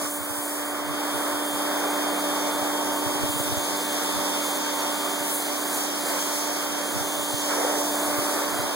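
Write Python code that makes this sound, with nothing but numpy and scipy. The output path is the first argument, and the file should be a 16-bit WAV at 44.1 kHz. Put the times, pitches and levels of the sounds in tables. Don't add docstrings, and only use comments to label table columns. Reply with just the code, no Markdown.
import sys
import numpy as np
from scipy import signal
from scipy.fft import rfft, irfft, next_fast_len
from scipy.io import wavfile
from scipy.ndimage import uniform_filter1d, map_coordinates

SR = 44100
rng = np.random.default_rng(int(sys.argv[2]) if len(sys.argv) > 2 else 0)


def wrap_up_sound(samples):
    columns = np.atleast_2d(samples).T
    tamed = np.clip(columns, -1, 1)
    steps = np.round(tamed * 32767).astype(np.int16)
    wavfile.write(sys.argv[1], SR, steps)


N = 385875

# time_s, drum_db, splash_db
IMPACT_LEVELS = [(0, -35.5, -37), (0.2, -38.5, -37.5), (0.6, -38, -36.5), (1.1, -31.5, -33.5),
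                 (1.55, -33, -34.5), (1.85, -29, -32), (2.35, -30.5, -33), (2.9, -30, -35),
                 (3.5, -33, -35.5), (4.5, -33, -35.5), (5.15, -33.5, -34.5), (5.6, -35, -37),
                 (6.6, -33.5, -35.5), (7.3, -35.5, -37), (7.9, -31, -32.5), (8.3, -30.5, -33),
                 (8.75, -31, -34)]
# time_s, hiss_db, mist_db
JET_LEVELS = [(0, -44.5, -42.5), (0.3, -48, -39), (0.85, -46, -42), (1.2, -44.5, -37.5), (2.0, -40, -38),
              (2.85, -40.5, -38), (4.1, -38, -37), (5.5, -38, -38), (7.1, -39, -38), (8.25, -37.5, -35),
              (8.75, -40.5, -40.5)]
# centre_s, length_s, drum_db, splash_db, hiss_db, mist_db
EDGE_FLARES = [(0.04, 0.15, 2, 0.5, 7.5, 6), (0.14, 0.1, -3, -2.5, 0.5, 5),
               (0.487, 0.45, 2.5, -0.5, 3.5, 4), (2.427, 0.22, 1, 0, 1.5, 0),
               (3.203, .1, 1.5, 1.5, -1, -1.5), (3.37, 0.28, -0.5, -2, 1, 3),
               (3.66, .15, -0.5, -1.5, 1, -1), (4.486, .18, 0.5, 0, 2, 1),
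               (4.66, 0.1, -2.5, 1.5, 0.5, -2.5), (5.345, 0.2, 0, -4.5, -2.5, 6),
               (5.76, 0.16, 2.5, 1, 1.5, 5), (5.94, 0.13, 0, -0.5, -1, -1), (6.108, 0.15, 4, 3.5, 2.5, 3.5),
               (6.21, 0.07, -6, 0, 3.5, 2), (6.387, 0.23, 0, 1.5, 5, 3), (6.82, 0.15, 1, 0.5, 1, -1.5),
               (7.403, 0.35, 2, -2.5, 4.5, 0), (7.525, 0.061, -4, 8.5, 2, 0),
               (7.845, 0.39, 1.5, -5.5, 2.5, 0)]
# frequency_hz, density_db
DRUM_SPECTRUM = [(60, -75), (130, -40), (180, -19.5), (240, -10), (350, -2.5), (500, -2), (640, -0.5),
                 (780, -0.4), (980, -4.5), (1100, -4), (1260, -14), (1600, -14), (3000, -54)]
HOLLOW_SPECTRUM = [(120, -51), (300, -15), (420, -1), (520, 3), (640, -3.5), (850, 0), (1200, -8.5),
                   (2000, -10.5), (4000, -36)]
SPLASH_SPECTRUM = [(150, -56), (350, -21), (700, -8.5), (1100, 1), (1260, -0.5), (1550, -1), (1950, -7),
                   (2400, -7.5), (3200, -24.5), (5000, -11.5), (10000, -67)]
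HISS_SPECTRUM = [(150, -69), (1500, -5.5), (2700, -6), (3900, -3), (4900, 1), (5800, 5), (6700, 3.5),
                 (7400, 0), (8600, -4), (11000, -3.5), (16000, -49)]
MIST_SPECTRUM = [(200, -80), (4000, -29), (7200, -4.5), (8700, 2.5), (9500, 1), (10500, -1), (11800, -3.5),
                 (13000, -3.5), (15700, -3)]
# frequency_hz, side_re_mid_db
RUSH_WIDTH = [(200, -13.5), (600, -6.5), (1000, 0), (2000, 1), (2700, -1.5), (3500, 0), (6000, -0.5),
              (15000, -0.5)]

# time_s, fundamental_mid_db, fundamental_side_db, overtones_db
HUM_LEVELS = [(0.0, -38, -54, -44), (0.4, -39, -54, -44), (1.0, -36, -54, -42), (2.35, -33.5, -49.5, -39.5),
              (3.2, -35, -51.5, -41), (3.5, -37, -63, -41), (4.3, -37, -57, -41.5),
              (5.0, -37.5, -54, -41.5), (5.8, -38.5, -56, -45), (6.5, -39.5, -52.5, -42.5),
              (7.3, -38, -55, -42.5), (7.7, -35, -66, -41), (8.15, -33.5, -51, -37),
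              (8.75, -41, -53, -42.5)]
# time_s, side_lag_rad
HUM_SIDE_LAG = [(3.5, 0), (4.3, 1.05), (7.3, 1.3), (7.7, 0), (8.2, 0), (8.75, 0.58)]
# time_s, whine_mid_db, whine_side_db, whistle_mid_db, whistle_side_db
FAN_LEVELS = [(0, -68, -45, -64, -44), (0.6, -62, -43.5, -60, -43), (1.0, -50, -42, -51, -41.5),
              (1.5, -48, -40, -47, -40.5), (2.1, -47.5, -39.5, -47.5, -39.5), (2.45, -48, -40, -43.5, -40),
              (2.75, -48, -40.5, -47.5, -40), (3.35, -52, -38.5, -51, -40), (3.65, -48.5, -42, -44.5, -41),
              (4.25, -46.5, -40, -42, -41.5), (5.0, -48, -40, -46, -42), (5.5, -56, -41, -53, -43.5),
              (6.15, -44.5, -43, -49, -48), (6.8, -47, -42, -51, -48.5), (7.2, -52, -39.5, -44.5, -43),
              (7.5, -48, -39, -50, -41.5), (7.95, -58, -43, -50, -37), (8.35, -54, -42.5, -51, -47),
              (8.65, -46, -44, -51, -50)]
# order, level_db, side_re_mid_db
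HUM_ORDERS = [(2, 0.5, -12), (3, -11, -10), (4, -5, -7)]
WHINE_ORDERS = [(10, -11, 0), (11, 0.5, 0)]
WHISTLE_ORDERS = [(12, 0.7, -0.7), (13, -12, -8), (15, -14, -10)]
SHRILL_ORDERS = [(21, -15, 10), (22, -0.5, 2), (32, -12, -1)]
# order, level_db, side_re_mid_db
RIPPLE_ORDERS = [(1, -10.5, -3)]
# time_s, level_db
PUMP_LEVELS = [(0, -42), (0.6, -43.5), (1.5, -38.5), (2.5, -34.5), (3.6, -35.5), (4.5, -34), (5.5, -36.5),
               (6.5, -38), (7.5, -36.5), (8.75, -35.5)]
# order, level_db, side_re_mid_db
PUMP_ORDERS = [(2, -34, -14), (3, -16.5, -10.5), (4, -18.5, -6), (5, -24, -11), (6, -12, -6), (8, -26, -8),
               (9, -14, -3), (11, -17, -2), (14, -7, -17), (15, -23, -6), (16, -25, -5), (17, -15.5, -2)]
# time_s, gain_db
FACING_GAIN = [(0, -40), (1, -2.5), (3, -2), (3.6, 4.5), (7.2, 1.5), (7.9, 1), (8.75, 3.5)]

# frequency_hz, density_db
COOLING_SPECTRUM = [(50, -45), (90, -16), (120, -16), (200, -1.5), (400, -1.5), (1500, -0.5), (2600, -5),
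                    (3400, -2.5), (4400, -1.5), (8000, -19)]
WIND_SPECTRUM = [(20, -25), (50, -7), (80, -5), (115, 0.5), (160, 0), (250, -1), (600, -43)]
# time_s, level_db
WIND_LEVELS = [(0, -56), (0.5, -64), (0.8, -55), (1.4, -59), (1.75, -59), (2.0, -62), (2.9, -61),
               (3.2, -52), (3.55, -48), (3.7, -62), (4.2, -66), (5.2, -80), (6.4, -73), (6.9, -61),
               (7.0, -52), (7.25, -56), (7.6, -65), (8.15, -55), (8.35, -65), (8.6, -50), (8.75, -50)]
# centre_s, peak_db, pitch_hz
EDDIES = [(0.05, -56, 130), (0.215, -50, 109), (0.31, -48, 100), (0.389, -50, 115), (2.625, -46, 115),
          (2.712, -53, 130), (3.068, -40.5, 115), (3.16, -45, 150), (3.255, -43, 135), (3.3, -42.5, 100),
          (3.365, -40, 140), (3.407, -39, 121), (3.5, -46, 115), (3.528, -38, 110), (3.577, -42, 90),
          (5.21, -50, 125), (6.965, -46, 110), (7.012, -44, 115), (7.09, -57, 125), (7.345, -39.5, 120),
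          (8.135, -50, 130), (8.19, -41, 115), (8.6, -40.5, 120)]
# start_s, length_s
NARROW_SPANS = [(0.092, 0.17), (0.422, 0.081), (0.643, 0.094), (0.837, 0.067), (1.438, 0.12), (1.856, 0.13),
                (2.088, 0.12), (2.512, 0.066), (2.922, .09), (3.292, .14), (3.572, 0.081), (3.76, .18),
                (4.407, .18), (4.735, 0.083), (4.916, 0.33), (5.335, 0.17), (5.573, 0.2), (5.993, 0.11),
                (6.822, .13), (7.03, 0.39), (7.91, 0.15), (8.492, 0.14)]

SHAFT_HZ, SHAFT_DRIFT_HZ = 294.4, 0.2
GEAR_RATIO = 0.2199
RIPPLE_HZ = 100
THROB_DB = 0.35
HOLLOW_START_S, HOLLOW_ATTACK_S, HOLLOW_HOLD_S, HOLLOW_RELEASE_S = 7.39, 0.19, 0.13, 0.15
HOLLOW_DB = -29
EDDY_CYCLES = 2
NARROW_MID_DB, NARROW_SIDE_DB = 1.5, -14
NOTCH_HZ, NOTCH_HALF_WIDTH_HZ, TOP_HZ = 2830, 300, 15800


def water_jet(throb_db):
    flares_db = sum(np.outer(change_db, swell(s, length)) for s, length, *change_db in EDGE_FLARES)
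    drum_db, splash_db, hiss_db, mist_db = flares_db + [*curves(IMPACT_LEVELS), *curves(JET_LEVELS)]
    flutter_db = 0.4 * wobble(40)
    sway_db = 0.41 * wobble(9)
    impact_db = throb_db + sway_db
    airborne_db = impact_db + flutter_db
    drum = amp(drum_db - 2.5 + impact_db) * rush(DRUM_SPECTRUM, patchy_db=0.37, spiky_db=0.8, lean=0.8)
    splash = rush(SPLASH_SPECTRUM, patchy_db=1.0, spiky_db=0.9, lean=0.075)
    splash *= amp(splash_db - 0.6 + impact_db)
    hiss = rush(HISS_SPECTRUM, patchy_db=1.2, spiky_db=0.9, lean=0.073)
    hiss *= amp(hiss_db + 2.0 + airborne_db)
    mist = rush(MIST_SPECTRUM, patchy_db=1.05, spiky_db=1.0, lean=0.12)
    mist *= amp(mist_db + 4.5 + airborne_db)
    return drum + splash + hiss + mist


def hollow_roar(throb_db):
    corners_s = HOLLOW_START_S + np.cumsum([0, HOLLOW_ATTACK_S, HOLLOW_HOLD_S, HOLLOW_RELEASE_S])
    envelope = np.interp(np.arange(N) / SR, corners_s, [0, 1, 1, 0])
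    return envelope * amp(HOLLOW_DB + throb_db) * rush(HOLLOW_SPECTRUM, patchy_db=0, spiky_db=3, lean=1)


def motor_hum(shaft, crank):
    mid_db, side_db, overtone_db = curves(HUM_LEVELS)
    load = 1 + 0.2 * np.sin(2 * np.pi * crank)
    phase = 2 * np.pi * shaft + 0.03 * wobble(3.7) - np.outer([0, 1], curves(HUM_SIDE_LAG)[0])
    fundamental = np.sqrt(2) * amp(0.41 * wobble(5) - 0.5 + [mid_db, side_db]) * np.sin(phase)
    overtones = amp(overtone_db) * tones(shaft, HUM_ORDERS, waver_db=-0.1, rate_hz=4.6, scatter_rad=0.04)
    beat = 4 * shaft - RIPPLE_HZ * np.arange(N) / SR
    ripple = amp(overtone_db) * tones(beat, RIPPLE_ORDERS, waver_db=2.5, rate_hz=5, scatter_rad=0.15)
    return load * (fundamental + overtones) + ripple


def pump_drone(crank):
    level = amp(curves(PUMP_LEVELS)[0])
    return level * tones(crank, PUMP_ORDERS, waver_db=2, rate_hz=4, scatter_rad=0.16)


def fan_whine(shaft):
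    whine_db, whistle_db = np.reshape(curves(FAN_LEVELS), (2, 2, N))
    shrill_db = curves(FACING_GAIN)[0] - 53
    whine = amp(whine_db) * tones(shaft, WHINE_ORDERS, waver_db=2, rate_hz=45, scatter_rad=0.3)
    whistle = amp(whistle_db) * tones(shaft, WHISTLE_ORDERS, waver_db=1.6, rate_hz=35, scatter_rad=0.22)
    shrill = amp(shrill_db) * tones(shaft, SHRILL_ORDERS, waver_db=1.8, rate_hz=4, scatter_rad=0.4)
    return whine + whistle + shrill


def cooling_air():
    level = amp(curves(FACING_GAIN)[0] + [[-42], [-37]])
    return level * rush(COOLING_SPECTRUM, patchy_db=1.5, spiky_db=1.5, lean=0)


def wind_buffet():
    level = amp(curves(WIND_LEVELS)[0] - 4.5 + 6.5 * wobble(20))
    rumble = unit(filtered(rng.standard_normal((2, N)), lambda hz: gain_at(WIND_SPECTRUM, hz)))
    wind = level * rumble * amp([[-3], [0]])
    t = np.arange(N) / SR
    for (s, db, hz), (phase, port) in zip(EDDIES, rng.random((len(EDDIES), 2))):
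        eddy = amp(db) * swell(s, EDDY_CYCLES / hz) * np.sin(2 * np.pi * (hz * (t - s) + phase))
        wind += np.outer([np.sign(port - 0.5), 1], eddy)
    return wind


def rush(spectrum, patchy_db, spiky_db, lean):
    noise = rng.standard_normal((2, N)) * amp(spiky_db * wobble(2500))
    bins = signal.stft(noise, nperseg=1024)[2]
    patches = uniform_filter1d(rng.standard_normal(bins.shape[1:]), size=9, axis=0)
    patches = unit(uniform_filter1d(patches, size=12, axis=1))
    pair = signal.istft(bins * amp(patchy_db * patches), nperseg=1024)[1][:, :N]
    mid, independent = unit(filtered(pair, lambda hz: gain_at(spectrum, hz)))
    side = (independent + lean * mid) / np.hypot(1, lean)
    return np.array([mid, filtered(side, lambda hz: gain_at(RUSH_WIDTH, hz))])


def tones(turns, orders, waver_db, rate_hz, scatter_rad):
    pair = np.zeros((2, N))
    for order, db, side_db in orders:
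        phase = 2 * np.pi * (np.round(order) * turns + rng.random()) + scatter_rad * wobble(rate_hz)
        waver = np.array([wobble(rate_hz), wobble(rate_hz)])
        pair += np.sqrt(2) * amp(db + waver_db * waver + [[0], [side_db]]) * np.sin(phase)
    return pair


def narrowed(mid, side):
    t = np.arange(N) / SR
    gate = sum(1.0 * ((t > s) & (t < s + length)) for s, length in NARROW_SPANS)
    centred = uniform_filter1d(gate, size=900)
    pair = np.array([mid, side])
    treble = filtered(pair, lambda hz: 1 / (1 + (4600 / (hz + 1)) ** 16))
    return pair + centred * (amp([[NARROW_MID_DB], [NARROW_SIDE_DB]]) - 1) * treble


def amp(db):
    return 10 ** (np.asarray(db) / 20)


def unit(x):
    return x / np.sqrt(np.mean(x ** 2) + 1e-20)


def gain_at(spectrum, hz):
    knots_hz, db = np.transpose(spectrum)
    return amp(np.interp(np.log(hz + 1), np.log(knots_hz + 1), db))


def curves(rows):
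    times_s, *columns = np.transpose(rows)
    return [np.interp(np.arange(N) / SR, times_s, column) for column in columns]


def wobble(rate_hz):
    knots = rng.standard_normal(int(N * rate_hz / SR) + 4)
    return map_coordinates(knots, [np.arange(N) * rate_hz / SR], mode="nearest")


def swell(centre_s, length_s):
    return np.exp(-(2 * (np.arange(N) / SR - centre_s) / length_s) ** 2)


def filtered(x, response):
    size = next_fast_len(N + SR // 2)
    return irfft(rfft(x, size) * response(np.fft.rfftfreq(size, 1 / SR)), size)[..., :N]


def scene():
    shaft = np.cumsum(SHAFT_HZ + SHAFT_DRIFT_HZ * wobble(2)) / SR
    crank = GEAR_RATIO * shaft
    throb_db = THROB_DB * np.cos(2 * np.pi * crank)
    washer = motor_hum(shaft, crank) + pump_drone(crank) + fan_whine(shaft) + cooling_air()
    mid, side = washer + water_jet(throb_db) + hollow_roar(throb_db) + wind_buffet()
    return np.array([mid + side, mid - side])


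def record(dry):
    lag_s, feedback = 16 / SR, 0.25
    delay = lambda hz: np.exp(-2j * np.pi * hz * lag_s)
    mid_comb = lambda hz: (1 - delay(hz)) * (1 + feedback) / 2 / (1 - feedback * delay(hz))
    notch = lambda hz: 1 - 1 / (1 + ((hz - NOTCH_HZ) / NOTCH_HALF_WIDTH_HZ) ** 6)
    mid = filtered((dry[0] + dry[1]) / 2, mid_comb)
    mid = filtered(mid, notch)
    side = filtered((dry[0] - dry[1]) / 2, lambda hz: (1 + delay(hz)) / 2)
    mid, side = narrowed(mid, side)
    side = side - filtered(mid, lambda hz: 0.17 / (1 + hz / 9000))
    bass = lambda hz: 1 + 520 / (1j * hz + 25)
    return filtered(np.array([mid + side, mid - side]), lambda hz: bass(hz) * (hz < TOP_HZ))


dry = scene()
out = record(dry)
wrap_up_sound(out)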